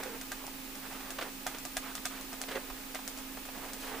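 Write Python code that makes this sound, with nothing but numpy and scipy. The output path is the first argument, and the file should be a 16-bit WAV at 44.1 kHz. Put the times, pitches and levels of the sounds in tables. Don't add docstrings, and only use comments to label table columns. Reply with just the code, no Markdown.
import sys
import numpy as np
from scipy import signal
from scipy.fft import rfft, irfft, next_fast_len
from scipy.io import wavfile
from scipy.ndimage import map_coordinates

SR = 44100
rng = np.random.default_rng(int(sys.argv[2]) if len(sys.argv) > 2 else 0)


def bounce(signal):
    frames = np.transpose(np.atleast_2d(signal))
    limited = np.clip(frames, -1, 1)
    pcm = np.round(limited * 32767).astype(np.int16)
    wavfile.write(sys.argv[1], SR, pcm)


N = 176400
TIME = np.arange(N) / SR
NOISE_TOP_HZ, BAND_LIMIT_HZ = 15300, 16600


def amp(db):
    return 10 ** (np.asarray(db) / 20)


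def unit(x):
    return x / np.sqrt(np.mean(x ** 2) + 1e-20)


def along(points, hz):
    freqs, values = np.transpose(points)
    return np.interp(np.log(hz + 1), np.log(freqs + 1), values)


def pan(db):
    return amp(np.array([[.5], [-.5]]) * db)


def wobble(rate):
    knots = rng.standard_normal(int(N * rate / SR) + 4)
    return map_coordinates(knots, [TIME * rate])


def filtered(x, response):
    size = x.shape[-1]
    padded = next_fast_len(size + SR // 4)
    return irfft(rfft(x, padded) * response(np.fft.rfftfreq(padded, 1 / SR)), padded)[..., :size]


def noise(spectrum, correlation, size=N):
    def mid_side_eq(hz):
        width = np.arccos(np.clip(along(correlation, hz), -1, 1)) / 2
        return amp(along(spectrum, hz)) * (hz < NOISE_TOP_HZ) * [np.cos(width), np.sin(width)]
    mid, side = filtered(rng.standard_normal((2, size)), mid_side_eq)
    return unit(np.array([mid + side, mid - side]))


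def impulse(spectrum, size=1024):
    cepstrum = irfft(np.log(amp(along(spectrum, np.fft.rfftfreq(size, 1 / SR)))))
    cepstrum[1:size // 2] *= 2
    cepstrum[size // 2 + 1:] = 0
    click = irfft(np.exp(rfft(cepstrum)))
    return click / np.abs(click).max()


def add(out, s, x):
    start = max(round(s * SR), 0)
    out[:, start:start + x.shape[-1]] += x[..., :N - start]


def swell(s, length, fade_s):
    return np.clip(np.minimum(TIME - s, s + length - TIME) / fade_s + .5, 0, 1)


def hit(t, db, t60, attack_s):
    return amp(db - 60 * t / t60) * (1 - np.exp(-t / attack_s))


# (frequency [Hz], level [dB])
AIR_EQ = [(15, -25), (30, -31), (42, -2), (58, -23), (85, -32.5), (110, -18), (140, -12), (185, -16.5),
          (215, -4), (240, -11.5), (300, -6), (420, -12), (650, -14), (900, -12.5), (1200, -12),
          (1500, -14), (2480, -12), (3100, -13.5), (6000, -16), (12300, -17.5), (15000, -15.5)]
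# (frequency [Hz], correlation [0-1])
AIR_CORRELATION = [(30, 0.9), (250, .93), (600, 0.64), (1200, 0.25), (2500, 0.11), (5000, 0.16),
                   (14000, 0.034)]
# (frequency [Hz], left minus right [dB])
AIR_BALANCE = [(30, -11), (250, -8.5), (1000, -4), (3000, -1.5), (8000, 0.5), (14000, -1)]


def room_tone():
    air = noise(AIR_EQ, AIR_CORRELATION)
    return amp(-46.5) * filtered(air, lambda hz: pan(along(AIR_BALANCE, hz)))


def tone(hz, phase=0):
    return np.sqrt(2) * np.sin(2 * np.pi * (hz * TIME + rng.random()) + phase)


# (frequency [Hz], level [dB])
FAN_TONES = [(22.6, -58.5), (40, -65.5), (131, -72), (205, -64.5), (263.5, -52), (286, -64.5),
             (522.2, -71.5), (840.5, -66.5), (1249, -68), (1684, -71.5), (2524.5, -68.5)]
FAN_WAVER_DB, FAN_WAVER_RAD, LOW_PAN_DB = 1.22, 0.41, -5.5


def fan_hum():
    hum = sum(amp(db + FAN_WAVER_DB * wobble(12)) * tone(hz, FAN_WAVER_RAD * wobble(15))
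              for hz, db in FAN_TONES)
    return pan(LOW_PAN_DB) * hum


# (frequency [Hz], level [dB])
WHINE_TONES = [(11781, -69.5), (13787, -77), (14026, -77), (15045, -62.5), (15105, -63), (15165, -67.5),
               (15225, -69)]
# (frequency [Hz], level [dB])
FUZZ_EQ = [(14000, -66), (14850, -12), (15100, 0), (15260, -22), (15350, -40)]


def electronic_whine():
    tones = sum(amp(db) * tone(hz) for hz, db in WHINE_TONES)
    fuzz = amp(-77) * noise(FUZZ_EQ, correlation=[(15000, 0.88)])
    return pan(-14.5) * (tones + fuzz)


# (frequency [Hz], correlation [0-1])
PAPER_CORRELATION = [(300, 0.77), (1200, 0.88), (3000, 0.81), (8000, 0.45)]
# (time [s], length [s], level [dB], centre [Hz])
PEN_STROKES = [(0, 0.043, -50, 1650), (0.336, 0.15, -54.5, 1010), (.825, 0.059, -49.5, 1400),
               (0.902, 0.075, -47.5, 1200), (0.991, .13, -50, 1130), (1.487, .12, -50, 1300),
               (1.823, 0.1, -45.5, 1290), (2.101, 0.11, -48, 1390), (2.31, 0.057, -51.5, 1210),
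               (3.169, 0.047, -49.5, 1120), (3.539, 0.07, -49.5, 740), (3.615, 0.053, -45, 885),
               (3.678, 0.027, -45.5, 1100), (3.823, .19, -47.5, 1030)]
# (frequency [multiple of the centre], level [dB])
BALL_EQ = [(.15, -7), (.4, -1), (.7, 3), (1, 3.5), (1.5, -1.5), (2.3, -5), (4.5, -14.5), (12, -19)]
STROKE_FADE_S, BALL_GRAIN_DB, RUB_PAN_DB = .025, 1, -4.5


def ball_roll():
    out = np.zeros((2, N))
    for s, length, db, centre_hz in PEN_STROKES:
        size = round((length + 2 * STROKE_FADE_S) * SR)
        t = np.arange(size) / SR
        envelope = amp(db) * np.clip(np.minimum(t, t[::-1]) / STROKE_FADE_S - .5, 0, 1)
        eq = [(ratio * centre_hz, level) for ratio, level in BALL_EQ]
        roll = noise(eq, PAPER_CORRELATION, size=SR // 2)
        add(out, s - STROKE_FADE_S, envelope * roll[:, :size])
    grain = unit(amp(BALL_GRAIN_DB * wobble(120)))
    return pan(RUB_PAN_DB) * grain * out


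# (time [s], level [dB])
SLIDE_RIDE = [(0, -40), (.06, -47), (.15, -46), (.21, -65), (1.17, -54.5), (1.23, -46), (1.28, -45.5),
              (1.34, -73), (2.46, -54.5), (2.53, -43), (2.58, -39), (2.63, -55.5), (3.45, -62), (3.58, -53),
              (3.65, -64), (3.74, -51.5), (3.85, -49), (3.99, -45.5)]
# (frequency [Hz], level [dB])
SKIN_EQ = [(100, -35), (250, -18), (400, 3.5), (520, 0), (700, -4), (900, -1.5), (1200, -6.5), (1700, -3),
           (2600, -11), (5000, -25.5), (15000, -28)]
SKIN_GRAIN_DB = 2.5


def hand_slide():
    envelope = amp(np.interp(TIME, *np.transpose(SLIDE_RIDE)))
    grain = amp(SKIN_GRAIN_DB * wobble(90))
    return pan(RUB_PAN_DB) * envelope * unit(grain * noise(SKIN_EQ, PAPER_CORRELATION))


# (time [s], level [dB], t60 [s], attack [s])
SCUFF_CUES = [(0.03, -37.5, 0.054, 0.00081), (1.004, -38.5, 0.046, .002), (1.185, -36, 0.1, .001),
              (1.21, -30.5, 0.069, 0.0032), (1.224, -34, 0.064, .002), (1.546, -37, 0.053, .001),
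              (1.977, -35, 0.035, 0.00084), (2.437, -31, 0.021, 0.00091), (2.483, -30.5, 0.065, .005),
              (2.509, -32.5, 0.11, .005), (2.551, -32, 0.087, 0.0046), (2.953, -35, 0.086, 0.00079),
              (3.368, -43, .08, .005), (3.486, -42, .04, .001)]
# (frequency [Hz], level [dB])
SCUFF_EQ = [(100, -19), (300, -1), (550, 1), (1000, -5), (1600, -1.5), (2400, -5.5), (3500, -5.5),
            (5500, -14.5), (9000, -18.5), (16000, -32)]
BUMP_PAN_DB = -2


def hand_scuffs():
    envelope, t = np.zeros((1, N)), np.arange(SR // 4) / SR
    for s, db, t60, attack_s in SCUFF_CUES:
        add(envelope, s, hit(t, db, t60, attack_s))
    return pan(BUMP_PAN_DB) * envelope * noise(SCUFF_EQ, PAPER_CORRELATION)


# (frequency [Hz], level [dB], t60 [s])
DESK_MODES = [(662, -3, 0.029), (752, -5, 0.035), (970, -10, .015), (1232, -14, 0.12), (1388, -6, 0.025),
              (1567, -7, 0.047), (1783, -12, 0.037), (2068, -12, 0.042), (2477, -13.5, 0.035),
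              (3417, -14.5, .055)]
KNOCK_ATTACK_S, MODE_SCATTER_DB, MODE_DETUNE = 0.00074, 2, 0.021


def desk_knock(t):
    hz, db, t60 = np.transpose(DESK_MODES)[:, :, None]
    strength, detune = rng.standard_normal((2, len(hz), 1))
    envelopes = hit(t, db + MODE_SCATTER_DB * strength, t60, KNOCK_ATTACK_S)
    cycles = hz * (1 + MODE_DETUNE * detune) * t + rng.random(hz.shape)
    return (envelopes * np.sin(2 * np.pi * cycles)).sum(0) / 2


# (frequency [Hz], t60 [s])
ROOM_DECAY = [(300, 0.17), (1500, 0.048), (5000, 0.22), (14000, 0.055)]


def reverb(x):
    hz, t, bands = signal.stft(rng.standard_normal((2, SR // 5)), SR, nperseg=128)
    decay = amp(-60 * t / along(ROOM_DECAY, hz)[:, None])
    tail = signal.istft(bands * decay, SR, nperseg=128)[1]
    return signal.fftconvolve(x[None], tail / np.linalg.norm(tail[0]), axes=1)


# (time [s], click level [dB], knock level [dB])
TAP_CUES = [(.0357, -26, -34), (.214, -27.5, -34), (.3194, -24, -25.5), (.4671, -28, -39),
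            (.7552, -32, -36), (.9286, -35, -41), (1.1061, -24.5, -34), (1.4677, -19, -22.5),
            (1.5856, -29, -43), (1.6527, -23.5, -31.5), (1.7696, -17, -22), (1.9534, -22, -33),
            (2.0556, -16.5, -23.5), (2.2117, -30, -39), (2.3315, -29, -33.5), (2.4159, -20, -33),
            (2.9488, -25.5, -31), (3.078, -21, -33), (3.1759, -31, -44), (3.1872, -30, -40),
            (3.4551, -35, -37), (3.7343, -25, -40)]
# (frequency [Hz], level [dB])
SLAP_EQ = [(200, -12.5), (700, -9), (1900, -1), (3500, -9.5), (15000, -16)]
# (frequency [Hz], level [dB])
CLICK_EQ = [(500, -12.5), (2000, -2.5), (3500, -5.5), (5300, 6.5), (7300, 1.5), (9500, 0), (13000, -15),
            (16000, -17)]
# (frequency [Hz], level [dB])
OFF_AXIS_EQ = [(500, -16), (2000, -13), (3500, -3), (5300, -4.5), (7500, 0.5), (10000, -2.5), (13000, -3),
               (16000, -32)]
# (delay [s], level [dB])
REFLECTIONS = [(.0007, -9), (.0052, -10), (.0076, -10), (0.0173, -15)]
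KNOCK_LEAD_S, KNOCK_ECHO_S, KNOCK_ECHO_DB = 0.0031, 0.0086, -4
KNOCK_PAN_DB, KNOCK_SEND_DB, CLICK_PAN_DB, CLICK_SEND_DB = -4, -9, 8, 1
SLAP_DB, SLAP_T60_S = -13, 0.096
SEAT_S, SEAT_DB = .0003, -15.5


def pen_taps():
    out, t = np.zeros((2, N)), np.arange(SR // 8) / SR
    click, off_axis = impulse(CLICK_EQ), impulse(OFF_AXIS_EQ)
    jitter = lambda delay: delay * rng.uniform(.92, 1.08)
    knock_pan = pan(KNOCK_PAN_DB)
    for s, click_db, knock_db in TAP_CUES:
        landing = s - KNOCK_LEAD_S
        knock = amp(knock_db) * desk_knock(t)
        slap_envelope = hit(t, knock_db + SLAP_DB, SLAP_T60_S, KNOCK_ATTACK_S)
        slap = slap_envelope * noise(SLAP_EQ, PAPER_CORRELATION, size=len(t))
        add(out, landing, knock_pan * (knock + slap))
        add(out, landing + jitter(KNOCK_ECHO_S), knock_pan * amp(KNOCK_ECHO_DB) * knock)
        add(out, s, knock_pan * amp(KNOCK_SEND_DB) * reverb(knock))
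        add(out, s, pan(CLICK_PAN_DB) * amp(click_db) * click)
        add(out, s + jitter(SEAT_S), amp(click_db + SEAT_DB) * off_axis)
        add(out, s, amp(click_db + CLICK_SEND_DB) * reverb(off_axis))
        for delay, db in REFLECTIONS:
            add(out, s + jitter(delay), pan(rng.normal(0, 4)) * amp(click_db + db) * off_axis)
    return out


# (time [s], length [s], start pitch [Hz], end pitch [Hz], level [dB])
JUDDER_CUES = [(0.051, 0.032, 529, 500, -43.5), (0.08, 0.091, 490, 420, -52),
               (2.549, 0.04, 530, 537, -40.5), (3.888, .11, 412, 474.6, -52)]
JUDDER_WAVER_RAD, JUDDER_GRAIN_DB = 0.3, 2


def skin_judder():
    out = np.zeros(N)
    for s, length, start_hz, end_hz, db in JUDDER_CUES:
        glide_hz = np.interp(TIME, [s, s + length], [start_hz, end_hz])
        phase = 2 * np.pi * np.cumsum(glide_hz) / SR + JUDDER_WAVER_RAD * wobble(130)
        grain = amp(JUDDER_GRAIN_DB * wobble(110))
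        out += amp(db) * swell(s, length, fade_s=0.011) * unit(grain * np.sin(phase))
    return pan(RUB_PAN_DB) * out


# (time [s], level [dB])
ROCK_CUES = [(.33, -38), (1.47, -40), (1.775, -33), (2.708, -28)]
ROCK_HZ = 34


def desk_rock():
    out, t = np.zeros((2, N)), np.arange(SR // 2) / SR
    sway = np.sin(2 * np.pi * ROCK_HZ * t)
    for s, db in ROCK_CUES:
        add(out, s, hit(t, db, t60=0.12, attack_s=0.028) * sway)
    return pan(LOW_PAN_DB) * out


# (time [s], level [dB])
THUD_CUES = [(0.437, -40), (0.478, -39.5), (1.186, -28.5), (1.227, -51), (2.699, -31.5), (2.988, -37),
             (3.371, -35), (3.489, -37.5), (3.582, -42)]
# (frequency [Hz], level [dB])
THUD_EQ = [(200, -21), (500, -11), (750, 4), (1000, 3.5), (1300, -3), (1650, -5.5), (2200, -12),
           (5000, -18), (15000, -42)]


def fingertip_thuds():
    envelope, t = np.zeros((1, N)), np.arange(SR // 4) / SR
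    for s, db in THUD_CUES:
        add(envelope, s, hit(t, db, t60=.05, attack_s=0.002))
    return pan(BUMP_PAN_DB) * envelope * noise(THUD_EQ, PAPER_CORRELATION)


# (time [s], length [s], level [dB])
SWISH_CUES = [(2.5, 0.018, -54), (3.79, 0.13, -49)]
# (frequency [Hz], level [dB])
SWISH_EQ = [(1000, -22), (3000, 4), (7000, 0), (15000, -4)]


def paper_swish():
    envelope = sum(amp(db) * swell(s, length, fade_s=0.046) for s, length, db in SWISH_CUES)
    return envelope * noise(SWISH_EQ, PAPER_CORRELATION)


def scene():
    bed = room_tone() + fan_hum() + electronic_whine()
    friction = ball_roll() + hand_slide() + skin_judder() + paper_swish()
    impacts = hand_scuffs() + pen_taps() + desk_rock() + fingertip_thuds()
    return bed + friction + impacts


def record(dry):
    return filtered(dry, lambda hz: hz < BAND_LIMIT_HZ)


dry = scene()
out = record(dry)
bounce(out)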